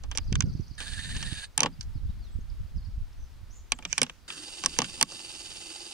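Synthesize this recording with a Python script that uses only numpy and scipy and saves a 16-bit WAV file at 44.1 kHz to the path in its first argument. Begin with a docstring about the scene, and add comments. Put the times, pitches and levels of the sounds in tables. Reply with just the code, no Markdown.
"""Outdoors, close to a hand-held camera: its zoom motor runs twice, the second time on to the end.
Gear teeth shake resonances into a rattle, with a whine, thin bearing whistles and a rasp at each start.
Fingers click the lever and creak the plastic, the grip thuds: noise bursts and tones in the shell.
The shell carries these to two microphone ports, left and right. Wind noise and single eddies push on
the ports, small birds call far off in gliding near-sine notes, and soft air noise lies beneath."""
import sys
import numpy as np
from scipy import signal
from scipy.fft import rfft, irfft, next_fast_len
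from scipy.io import wavfile

SR = 44100
rng = np.random.default_rng(int(sys.argv[2]) if len(sys.argv) > 2 else 0)


def digitize_waveform(pressure):
    """Quantize a signal to 16-bit integers and store it at the path in sys.argv[1].

    Rows of a 2-D input are taken as channels; values are limited to [-1, 1].
    """
    field = np.atleast_2d(pressure).T
    bounded = np.clip(field, -1, 1)
    quanta = np.round(bounded * 32767).astype(np.int16)
    wavfile.write(sys.argv[1], SR, quanta)


N = 261513


def from_db(db):
    """Decibels become a plain gain."""
    return 10 ** (np.asarray(db) / 20)


def rms_one(x):
    """Scale a signal to an average strength (RMS) of 1."""
    return x / np.sqrt(np.mean(x ** 2) + 1e-20)


def at_hz(points, hz):
    """Read a curve between its points, along a logarithmic frequency scale."""
    point_hz, value = np.transpose(points)
    return np.interp(np.log(hz + 1), np.log(point_hz + 1), value)


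def drift(rate_hz):
    """Random wandering of RMS 1: noise smoothed by two equal low-pass steps."""
    r = np.exp(-2 * np.pi * rate_hz / SR)
    noise = rng.standard_normal(N + SR)
    return rms_one(signal.lfilter([1], [1, -2 * r, r * r], noise)[SR:])  # drop the settling second


def coloured(spectrum):
    """Two unrelated noises with the given spectrum, together of RMS 1."""
    size = next_fast_len(N)
    hz = np.arange(size // 2 + 1) * SR / size
    white = rfft(rng.standard_normal((2, size)))
    return rms_one(irfft(white * from_db(at_hz(spectrum, hz)), size)[:, :N])


def resonate(x, hz, width_hz):
    """One resonance: passes a band around its pitch, with gain 1 at the top."""
    r = np.exp(-np.pi * width_hz / SR)
    feedback = [1, -2 * r * np.cos(2 * np.pi * hz / SR), r * r]
    return signal.lfilter([(1 - r * r) / 2, 0, (r * r - 1) / 2], feedback, x)


def resonate_twice(x, hz, width_hz):
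    """The same resonance twice in a row, for steeper sides and a narrower band."""
    return resonate(resonate(x, hz, width_hz), hz, width_hz)


def swelling(s, db, rise_db_per_s, fall_db_per_s):
    """Gain that climbs to a top at s and sinks again, straight in decibels."""
    late = np.arange(N) / SR - s
    return from_db(db + np.minimum(rise_db_per_s * late, -fall_db_per_s * late))


def air():
    """Steady soft noise of the open air, partly shared by the two ports."""
    # spectrum of the air: (frequency [Hz], density [dB per Hz])
    air_spectrum = [(120, -29), (200, 0), (426, -9), (1420, -10.5), (1800, -12.5), (2090, -13.5),
                    (4790, -15.5), (7460, -22.5), (13700, -27.5), (15600, -26.5), (16300, -62)]
    far = coloured(air_spectrum)
    level = from_db(-63 + .5 * drift(4.2))  # the level drifts a little
    return level * (far + 0.32 * far[::-1])


def birds():
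    """Near-sine notes on a bent glide; the trill echoes twice, and all calls scatter into a diffuse tail."""
    # one round of the trill: (time in round [s], length [s], start [Hz], middle [Hz], end [Hz],
    # average level [dB])
    syllable = [(0, 0.033, 5120, 4740, 3770, -57), (.037, 0.012, 4930, 4490, 4000, -59),
                (.049, .0055, 4600, 5650, 6800, -57), (.0558, .0055, 4600, 5600, 6800, -54)]
    # other clear notes: (time [s], length [s], start [Hz], middle [Hz], end [Hz], average level [dB])
    notes = [(0.423, 0.11, 1206, 1430, 1040, -65), (1.72, 0.031, 4900, 4800, 4700, -59),
             (1.797, 0.015, 5500, 5160, 4800, -57.5), (1.927, 0.073, 5770, 4600, 3570, -64),
             (2.069, 0.051, 3230, 3710, 3800, -65.5), (2.089, 0.017, 4040, 3360, 2500, -64),
             (2.082, 0.033, 6000, 5030, 3000, -66), (2.193, 0.12, 5100, 4020, 2960, -62.5),
             (2.241, .05, 6300, 5600, 4250, -65), (2.31, 0.046, 7300, 8000, 8300, -66),
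             (2.403, 0.02, 6070, 6460, 6550, -66), (2.499, 0.0065, 5600, 4900, 4300, -53.5),
             (2.672, 0.007, 5500, 4900, 4400, -56.5), (2.756, .015, 5200, 5070, 4940, -61.5),
             (2.767, 0.025, 6580, 4930, 4200, -58), (2.817, 0.024, 4700, 4300, 4100, -61),
             (2.838, .012, 5500, 4780, 4280, -59), (2.847, 0.021, 5580, 4730, 4120, -55.5),
             (2.863, 0.024, 5640, 5630, 5400, -64.5), (2.905, .012, 5640, 5240, 4200, -63),
             (3.127, 0.01, 4400, 5480, 6700, -62), (4.2, .075, 4810, 4720, 4600, -72)]
    # hoarse calls: (time [s], length [s], start [Hz], middle [Hz], end [Hz], average level [dB])
    hoarse = [(3.175, .12, 6100, 6000, 5900, -68), (3.493, .125, 4870, 7100, 5700, -58),
              (3.51, .1, 5200, 6400, 5300, -63.5), (3.7, .04, 5300, 6400, 7500, -62),
              (3.733, .042, 7400, 7500, 5400, -58), (3.857, .06, 7200, 7800, 8100, -59)]
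    # the trill comes back off two walls: (delay [s], level change [dB])
    echoes = [(.012, -11), (.036, -7)]
    trill_s, trill_period_s, trill_count = .192, .0718, 9
    scatter_t60_s, scatter_db = 0.52, -4.5  # walls and leaves scatter the calls

    trill = [(trill_s + k * trill_period_s + s, *rest) for k in range(trill_count) for s, *rest in syllable]
    echo = [(s + lag, *rest, db + loss_db) for lag, loss_db in echoes for s, *rest, db in trill]
    clear = trill + echo + notes
    out, rasp = np.zeros(N), drift(170)
    chances = rng.normal(0, 1, (199, 2))
    for k, (row, vary) in enumerate(zip(clear + hoarse, chances)):
        s, length, start_hz, mid_hz, end_hz, db = row
        is_clear = k < len(clear)
        u = np.linspace(0, 1, max(int(length * SR), 8))  # 0 to 1 through the note
        bend_hz = mid_hz - (start_hz + end_hz) / 2
        hz = start_hz * (1 - u) + end_hz * u + 4 * u * (1 - u) * bend_hz
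        hz = hz * (1 + 0.0052 * vary[1])  # each note is a little off pitch
        loudness = from_db(db + 0.54 * vary[0]) * np.sin(np.pi * u) ** (1 if is_clear else .5)
        note = loudness * np.sin(2 * np.pi * np.cumsum(hz) / SR)
        place = slice(int(s * SR), int(s * SR) + len(u))
        out[place] += note * (1 if is_clear else rasp[place])
    out *= 1 + 0.35 * drift(160)  # uneven loudness within a note
    tail_s = np.arange(SR // 2) / SR
    tail = rng.standard_normal((2, SR // 2)) * from_db(-60 * tail_s / scatter_t60_s)
    tail *= from_db(scatter_db) / np.sqrt(np.sum(tail ** 2, axis=1, keepdims=True))
    return out + signal.fftconvolve(out[None], tail, axes=1)[:, :N]


def wind():
    """Lumpy pressure noise on each port, a deep rumble and a faster flutter; the left port is more sheltered."""
    # wind strength before lumps and shelter: (time [s], rumble level [dB], flutter level [dB])
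    gusts = [(0.0, -33, -57), (0.27, -34, -50), (0.35, -33, -31.5), (0.45, -49, -34), (0.54, -36, -39.5),
             (0.72, -47, -58), (1.24, -36, -36.5), (1.36, -49, -51.5), (1.52, -54, -82), (1.78, -45, -55.5),
             (1.85, -36, -55.5), (2.1, -35.5, -48.5), (2.5, -38.5, -62.5), (2.63, -36.5, -47.5),
             (2.69, -42.5, -62), (2.77, -36, -45), (2.85, -42.5, -64), (2.99, -38.5, -56),
             (3.12, -39.5, -89), (3.38, -50, -62.5), (3.6, -42.5, -68), (3.75, -49.5, -71.5),
             (4.19, -54.5, -71.5), (4.4, -65, -64), (4.75, -50, -70), (5.2, -59.5, -62.5), (5.93, -63, -67)]
    # spectrum of the rumble: (frequency [Hz], density [dB per Hz])
    rumble_spectrum = [(15, -5.5), (30, 0), (50, 0.5), (80, -5), (120, -16), (300, -70.5), (1000, -110)]
    # spectrum of the flutter: (frequency [Hz], density [dB per Hz])
    flutter_spectrum = [(50, -34.5), (100, -1), (150, -2.5), (220, -10.5), (320, -23.5), (500, -33),
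                        (1000, -60.5), (3000, -110)]
    s, *levels_db = np.transpose(gusts)
    rumble_db, flutter_db = [np.interp(np.arange(N) / SR, s, db) for db in levels_db]
    lumps = np.array([drift(11.4), drift(17.0)])  # one per port
    rumble = coloured(rumble_spectrum) * from_db(rumble_db + 4.6 * lumps)
    flutter = coloured(flutter_spectrum) * from_db(flutter_db + 3.8 * lumps)
    fade_in = np.clip(np.arange(N) / 600, 0, 1)
    return (rumble + flutter) * from_db([[-2.5], [1.5]]) * fade_in


def buffets():
    """Each eddy that hits a port is a swelling and sinking push of about two cycles."""
    # single eddies: (time [s], level [dB], pitch [Hz], left minus right [dB])
    eddies = [(0.281, -38, 111, -23), (0.399, -36, 119, -12), (0.546, -28, 117, -12),
              (0.319, -20.5, 159, 5), (0.332, -19.5, 84, -2), (0.355, -24.5, 61, -16),
              (0.433, -20, 101.5, -16), (0.489, -28.5, 76, -13), (0.592, -25, 134, -14),
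              (0.706, -38, 107, -17), (1.159, -31.5, 126, -11), (1.319, -28, 115, -15),
              (1.951, -29, 109, -2), (2.085, -25.5, 68.6, 9), (2.342, -31.5, 65, -17),
              (2.384, -39.5, 168, -17), (2.596, -30.5, 65.4, 13), (2.751, -29.5, 64.3, -15.5),
              (2.878, -32, 79, -2), (2.968, -27, 62.5, -4)]
    edge_share, edge_ratio = 0.26, 2.317  # sharp ripple mid-eddy: share, multiple of the pitch
    out = np.zeros((2, N))
    for s, db, hz, pan_db in eddies:
        cycles = np.arange(int(1.9 * SR / hz)) * hz / SR
        swell = np.sin(np.pi * cycles / cycles[-1]) ** 2
        edge = edge_share * swell * np.sin(2 * np.pi * edge_ratio * cycles)
        push = (np.sin(2 * np.pi * cycles) + edge) * swell
        port_db = db + np.array([[pan_db / 2], [-pan_db / 2]])
        out[:, int(s * SR):int(s * SR) + len(cycles)] += from_db(port_db) * push
    return out


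def through_shell(left, right):
    """The shell carries each frequency to the two ports with its own balance and phase."""
    # balance of the ports: (frequency [Hz], left minus right [dB])
    shell_pan = [(60, 1), (110, 1), (200, -1), (380, -3.5), (700, 1.5), (1290, -0.5), (2380, -0.5),
                 (4400, -3), (8120, -10), (15000, -0.5)]
    # how far the left port leads: (frequency [Hz], phase [radians])
    shell_phase = [(0, 0.46), (1700, 0.76), (3000, -2), (3500, -2.5), (4600, -0.4), (6500, -1.5),
                   (8400, -0.73), (16600, -3)]
    size = next_fast_len(N + 4096)
    hz = np.arange(size // 2 + 1) * SR / size
    pan_db = at_hz(shell_pan, hz)
    phase = np.interp(hz, *np.transpose(shell_phase))
    left_port = rfft(left, size) * from_db(pan_db / 2) * np.exp(1j * phase)
    right_port = rfft(right, size) * from_db(-pan_db / 2)
    return np.array([irfft(left_port, size)[:N], irfft(right_port, size)[:N]])


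def thuds():
    """The grip shifts: a deep shell resonance swells and sinks as the palm presses it."""
    # dull thuds: (time [s], strength of the press [dB], pitch [Hz])
    presses = [(1.642, -37.5, 167), (3.856, -51.5, 165), (4.019, -43.5, 166), (4.31, -53, 168),
               (4.385, -51, 293), (4.649, -48.5, 168), (4.795, -51.5, 163.5), (4.83, -45.5, 162),
               (5.03, -51, 162)]
    width_hz, rise_db_per_s, fall_db_per_s = 55, 495, 257  # width of each of two filter passes
    noise = rng.standard_normal(N) * np.sqrt(SR / width_hz)
    out = np.zeros(N)
    for s, db, hz in presses:
        press = noise * swelling(s, db, rise_db_per_s, fall_db_per_s)
        out += resonate_twice(press + 1e-18, hz, width_hz)
    return out


def panels():
    """Some clicks leave two shell panels ringing as clear dying tones, a little off pitch each time."""
    # ringing clicks: (time [s], low panel level [dB], high panel level [dB])
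    rings = [(0.181, -35, -52), (1.604, -31, -23), (1.6320, -21.5, -29.5), (1.6455, -29.5, -50),
             (1.6603, -25, -36.5), (3.7203, -28, -25), (3.8246, -61, -42), (3.8517, -57, -30),
             (3.9287, -49.5, -22.5), (3.98, -43, -32), (4.0167, -29.5, -42), (4.6621, -29, -38),
             (4.7882, -28, -38), (4.8187, -26, -35), (5.0109, -28, -24), (5.027, -23.5, -40)]
    # the two panels: (average pitch [Hz], time to die by 60 dB [s])
    panel_tones = [(1120, 0.034), (2420, 0.028)]
    out, t = np.zeros(N), np.arange(4000) / SR
    for (s, *levels_db), vary in zip(rings, rng.normal(0, .015, (len(rings), 2))):
        for db, (hz, t60), off in zip(levels_db, panel_tones, vary):
            ring = from_db(db - 60 * t / t60) * np.sin(2 * np.pi * hz * (1 + off) * t)
            out[int(s * SR):int(s * SR) + 4000] += ring
    return out


def treble_bursts():
    """Four clicks get a very short, broad burst of treble noise, as from an overloaded recorder."""
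    # treble bursts: (time [s], strength before filtering [dB])
    bursts = [(1.5782, -17), (1.605, -39), (4.788, -16), (5.026, -15)]
    burst_hz, width_hz, t60_s = 13500, 18000, 0.0037  # width of each of two filter passes
    size = np.zeros(N)
    for s, db in bursts:
        late = np.arange(N) / SR - s
        size += (late >= 0) * from_db(db - 60 * np.clip(late, 0, 1) / t60_s)
    noise = rng.standard_normal(N) + .5 * rng.standard_normal((2, N))  # partly shared by left and right
    burst = size * noise * from_db([[-4.0], [0]]) + 1e-18
    return resonate_twice(burst, burst_hz, width_hz)


def fingers():
    """Each click jolts all shell resonances with rough noise that dies at its own rate; a sliding finger rubs."""
    # clicks and creaks: (time [s], strength [dB], then colour against that strength: above 7 kHz [dB],
    # middle, 1250-3000 Hz [dB], under 900 Hz [dB], length factor [times, held to 4 at most]);
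    # from 900 to 1250 Hz the last two colours are averaged
    clicks = [(0.0363, -38, -31, -11, -10.5, 1.7), (0.114, -30.5, -7, -8, -14.5, 1.34),
              (0.1505, -36, -17, -2, -4, 0.63), (0.156, -38.5, -10, -14, -33, 4.5),
              (0.1742, -17, 2.5, -15.5, -38, 0.85), (0.183, -21.5, -28, -9.5, -17, 0.67),
              (0.3263, -25, -36, -8, -23, 0.72), (0.3548, -21.5, -37, -8, -23, 0.73),
              (0.4061, -13, -42, -11.5, -30, 0.67), (0.4224, -28.5, -10, -10.5, -24, 0.87),
              (0.803, -35.5, 3, -2, -12, 3.5), (1.1651, -26, -21, -11.5, -34, 1.4),
              (1.227, -24, -13, -12.5, -24.5, 1.6), (1.5776, -8.5, 5, -15, -21, 0.63),
              (1.592, -34.5, -13, 1, -5, 1.2), (1.605, -9.5, -2.5, -18.5, -19, 0.89),
              (1.6189, -30, -4, -8, -3, 1.4), (1.6319, -12.5, -4.5, -9, -13, 1.06),
              (1.646, -43.5, -21, -1, 11, 1), (1.6594, -30.5, -29, 3, 3, 1.1),
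              (1.8094, -27.5, -13, -19.5, -53, 1.66), (1.828, -44, -8, -28, -33, 3.9),
              (3.7198, -10, -4, -13.5, -27, 0.99), (3.7878, -41.5, 4, -2.5, 0, 0.97),
              (3.825, -42, -14, -8, -11, 1.7), (3.851, -23.5, -7.5, -8, -14.5, 0.88),
              (3.9282, -16, -41, -10, -31, 0.71), (3.9796, -11, 0, -13, -27, 1.25),
              (3.993, -38, -7, -14, -7, 0.6), (4.0165, -7.5, 0, -10, -16.5, 0.57),
              (4.0305, -13.5, 7, -14.5, -26, 1.08), (4.0652, -42.5, -22, -2, -7, 1),
              (4.0966, -33.5, -20.5, -5, -13, 0.71), (4.303, -33.5, -2, 1.5, -34, 0.84),
              (4.6377, -23.5, -5, -8, -14, 1.16), (4.6471, -24.5, -14, -17, -14, 1),
              (4.6601, -10.5, 3.5, -17, -24.5, 1.04), (4.765, -48.5, -20, 4, -8, 1.7),
              (4.788, -8.5, -6, -13, -19, 0.78), (4.8028, -34, -19, 0.5, 2, 0.91),
              (4.8179, -19.5, -7, -9.5, -13, 1.13), (4.8434, -29.5, -12, -4.5, -28, 1.4),
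              (4.978, -46.5, -22, -1, 0, 0.57), (5.0114, -9.5, 0, -11, -16, 0.81),
              (5.027, -2.5, 1.5, -20, -31.5, 0.5), (5.1197, -31.5, -16, -22, -11, 1.3),
              (5.342, -47, -12, -30, -6, 1.3)]
    # shell resonances: (pitch [Hz], width before widening [Hz], strength [dB],
    # time to die by 60 dB before the length factor [s])
    shell = [(142.6, 50, 3, 0.089), (237.4, 40, 2.5, 0.13), (489, 99.8, 5, 0.058), (899.7, 156, 5.5, 0.06),
             (1118, 334, 10.5, 0.047), (1533, 390, 7.5, 0.041), (2372, 445, 7, 0.042),
             (2868, 655, 11.5, 0.038), (4270, 430, -5.5, 0.028), (4638, 340, 0, 0.01),
             (5610, 600, 1.5, 0.017), (6080, 580, 0, 0.016), (7133, 780, -1, 0.014),
             (8500, 690, 1.5, 0.011), (9100, 690, -13, 0.0075), (12030, 4800, -18.5, 0.0076)]
    click_scatter, scatter_full_hz = 0.39, 1500  # share that differs between the ports; fades below this
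    shell_top_hz = 10650  # the plastic swallows click sound above this

    s, peak_db, high_db, mid_db, low_db, stretch = np.transpose(clicks)
    length = np.clip(stretch, .2, 4)[:, None]
    tail = np.arange(4000) / SR
    chance_db = rng.normal(0, 1.2, (len(s), len(shell)))
    rough = rng.standard_normal((len(s), 3, 4000))  # one shared noise, then one per port
    rough *= 1 + 1.026 * np.exp(-tail / 0.001)  # the first contact is the hardest
    at = (np.round(s * SR).astype(int)[:, None] + np.arange(4000)).ravel()

    slide = swelling(3.915, -52, 400, 95)  # top [s], strength [dB], rise and fall [dB per s]
    rub = slide * rng.standard_normal((2, N))
    out = resonate(resonate(rub, 5700, 2500), 5500, 2300) * 5.4
    out += resonate(resonate(rub, 1800, 950), 2770, 900) * 10.5

    for k, (hz, width_hz, db, t60) in enumerate(shell):
        if hz < 900:
            part_db = low_db
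        elif hz < 1250:
            part_db = (low_db + mid_db) / 2
        elif hz < 3000:
            part_db = mid_db
        else:
            part_db = high_db if hz > 7000 else 0
        # narrow resonances need a stronger push
        size = from_db(peak_db + part_db + db + chance_db[:, k]) * np.sqrt(SR / width_hz / 40)
        dying = size[:, None] * from_db(-60 * tail / (t60 * length))
        apart = click_scatter * min(1, hz / scatter_full_hz) ** 2
        ports = np.sqrt(1 - apart) * rough[:, 0] + np.sqrt(apart) * rough[:, 1:].swapaxes(0, 1)
        # lay every burst at its moment
        jolts = np.array([np.bincount(at, (dying * port).ravel(), N + 4000)[:N] for port in ports])
        out += resonate_twice(jolts + 1e-18, hz, 1.75 * width_hz)
    out[0] -= 0.26 * resonate(out[0], 9000, 5000)  # the hand keeps some treble from the left port
    band = signal.butter(4, [125, shell_top_hz], "band", fs=SR, output="sos")
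    return signal.sosfilt(band, out)


def running(start_s, stop_s):
    """Motor loudness: a quick spin-up, then a coast to silence after the stop."""
    spin_up_s, coast_db_per_s = 0.0052, 815
    t = np.arange(N) / SR
    spin_up = np.clip((t - start_s) / spin_up_s, 0, 1) ** .5
    return spin_up * from_db(-coast_db_per_s * np.maximum(t - stop_s, 0))


def motor(run, resonances, whistles):
    """Teeth rattle into resonances; the meshing teeth whine on a gliding pitch that swells each gear turn."""
    # the motor sound dips just after some clicks, holds low, then rises again:
    # (time [s], depth [dB], hold [s])
    dips = [(4.67, 5.5, 0.0083), (4.798, 9, 0.011), (5.033, 11.5, 0.028)]
    dip_rise_db_per_s = 225
    shell_scatter = 0.22  # share of rattle that differs between the ports
    throb_db, wobble = 0.9, 0.042  # an off-centre gear swings load and speed once a turn
    low_throb_db, rotor_hz, rotor_db = 1.9, 88.8, 2.2  # low rattle also beats with gear and rotor
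    flicker_db, flicker_hz, flicker_top_hz = .8, 21, 5920  # each low resonance drifts on its own
    hollow_hz, hollow_width_hz, hollow_share = 3390, 104, 0.62  # the lens barrel swallows a narrow band
    mesh_settle_s = 0.2  # the mesh tone comes up once the gears run true
    start_db, start_hz, start_width_hz, start_fade_db_per_s = -48, 1600, 750, 110  # starting rasp

    (start, stop, rattle_db, slow_hz, fast_hz, fast_s,
     tone_db, overtone_db, turns_hz, turn_start, swell_db) = run
    t = np.arange(N) / SR
    since = t - start
    mesh_hz = np.interp(t, [start, fast_s, stop], [slow_hz, fast_hz, slow_hz])
    turn = 2 * np.pi * (turn_start + turns_hz * since) + 0.33 * drift(5.55)
    load = np.cos(turn)

    # two gear pairs, each with one shared noise and one per port
    teeth = rng.standard_normal((2, 3, N)) * from_db(throb_db * load + 0.54 * drift(150))
    ports = np.sqrt(1 - shell_scatter) * teeth[:, :1] + np.sqrt(shell_scatter) * teeth[:, 1:]
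    beat_db = low_throb_db * load + rotor_db * np.cos(2 * np.pi * rotor_hz * since + drift(1.3))
    rattle = np.zeros((2, N))
    for k, (hz, width_hz, db) in enumerate(resonances):
        move_db = beat_db + flicker_db * drift(flicker_hz) if hz < flicker_top_hz else 0
        rattle += from_db(db + move_db) * resonate_twice(ports[k % 2], hz, 2.0 * width_hz)
    rattle = rattle - hollow_share * resonate(rattle, hollow_hz, hollow_width_hz)

    speed = 1 + wobble * np.sin(turn) + 0.00674 * drift(42.5)
    mesh = 2 * np.pi * np.cumsum(mesh_hz * speed) / SR
    swell = from_db(swell_db * (load - 1.5) + 2.5 * drift(30))
    grain = 0.84 + 0.52 * drift(190)  # uneven teeth smear the tones into rough bands
    settle = np.clip(since / mesh_settle_s, 0, 1) ** 2
    tone = from_db(tone_db) * settle * np.sin(mesh)
    overtone = from_db(overtone_db) * np.sin(2 * mesh)
    whine = swell * grain * (tone + overtone)
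    for hz, db in whistles:
        level = from_db(db + beat_db + 2 * drift(25))
        wander_hz = hz * (1 + .011 * drift(4))
        whine = whine + level * np.sin(2 * np.pi * np.cumsum(wander_hz) / SR)

    # rasp while the gears take up the load
    rasp = rms_one(resonate_twice(ports[0], start_hz, start_width_hz))
    rasp = rasp * from_db(start_db - start_fade_db_per_s * np.maximum(since, 0))
    dips_db = np.zeros(N)
    for s, db, hold in dips:
        dips_db += (t > s) * np.clip(db - dip_rise_db_per_s * (t - s - hold), 0, db)
    sound = from_db(rattle_db) * rms_one(rattle) + whine + rasp
    return running(start, stop) * from_db(-dips_db) * sound


def scene():
    """The camera's own sounds go through the shell; wind, birds and air reach the ports directly."""
    # motor runs: (start [s], stop [s], rattle level before the dips [dB], slowest gear mesh [Hz],
    # fastest mesh [Hz], fastest at [s], mesh tone before swell [dB], overtone before swell [dB],
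    # gear turns [Hz], turn at start [0-1], swell per turn [dB])
    zooms = [(.779, 1.447, -42, 835.6, 894.4, 1.2, -72, -43, 17.8, 0.23, 1.5),
             (4.279, 6.0, -43.5, 830, 833, 5.2, -53.5, -72, 19.5, 1, 5)]
    # resonances that the rattle shakes in each direction:
    # (pitch [Hz], width before doubling [Hz], relative level [dB])
    rattle_in = [(700, 580, -22.5), (1696, 176, -10.5), (2850, 870, -11.5), (3710, 350, -6.5),
                 (4240, 260, -10), (4510, 250, -14), (6300, 250, -15.5), (7000, 380, -19),
                 (7760, 270, -18.5), (8620, 410, -13.5), (9260, 250, -15.5), (10000, 150, -21.5),
                 (11700, 400, -32.5)]
    rattle_out = [(332, 38, -1.5), (435, 162, -11), (1300, 1230, -14), (2055, 50, -10.5), (2784, 450, -2.5),
                  (3690, 350, -3), (4590, 170, 0.5), (5120, 560, -5.5), (6720, 280, -4), (7400, 280, -17),
                  (8400, 670, -6.5), (9150, 160, -7), (9770, 240, -11.5), (11700, 106, -21)]
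    # thin bearing whistles in each direction: (average pitch [Hz], level before beating [dB])
    whistles_in = [(3750, -58)]
    whistles_out = [(2850, -59), (4680, -53)]
    gears = motor(zooms[0], rattle_in, whistles_in) + motor(zooms[1], rattle_out, whistles_out)
    camera = gears + fingers() + treble_bursts() + thuds() + panels()
    return through_shell(*camera) + wind() + buffets() + birds() + air()


def record(dry):
    """The loudest peaks are rounded off, and the treble above 17 kHz is cut."""
    top = .93
    rounded = top * np.tanh(dry / top)
    return signal.sosfilt(signal.cheby2(14, 80, 17000, fs=SR, output="sos"), rounded)


dry = scene()
out = record(dry)
digitize_waveform(out)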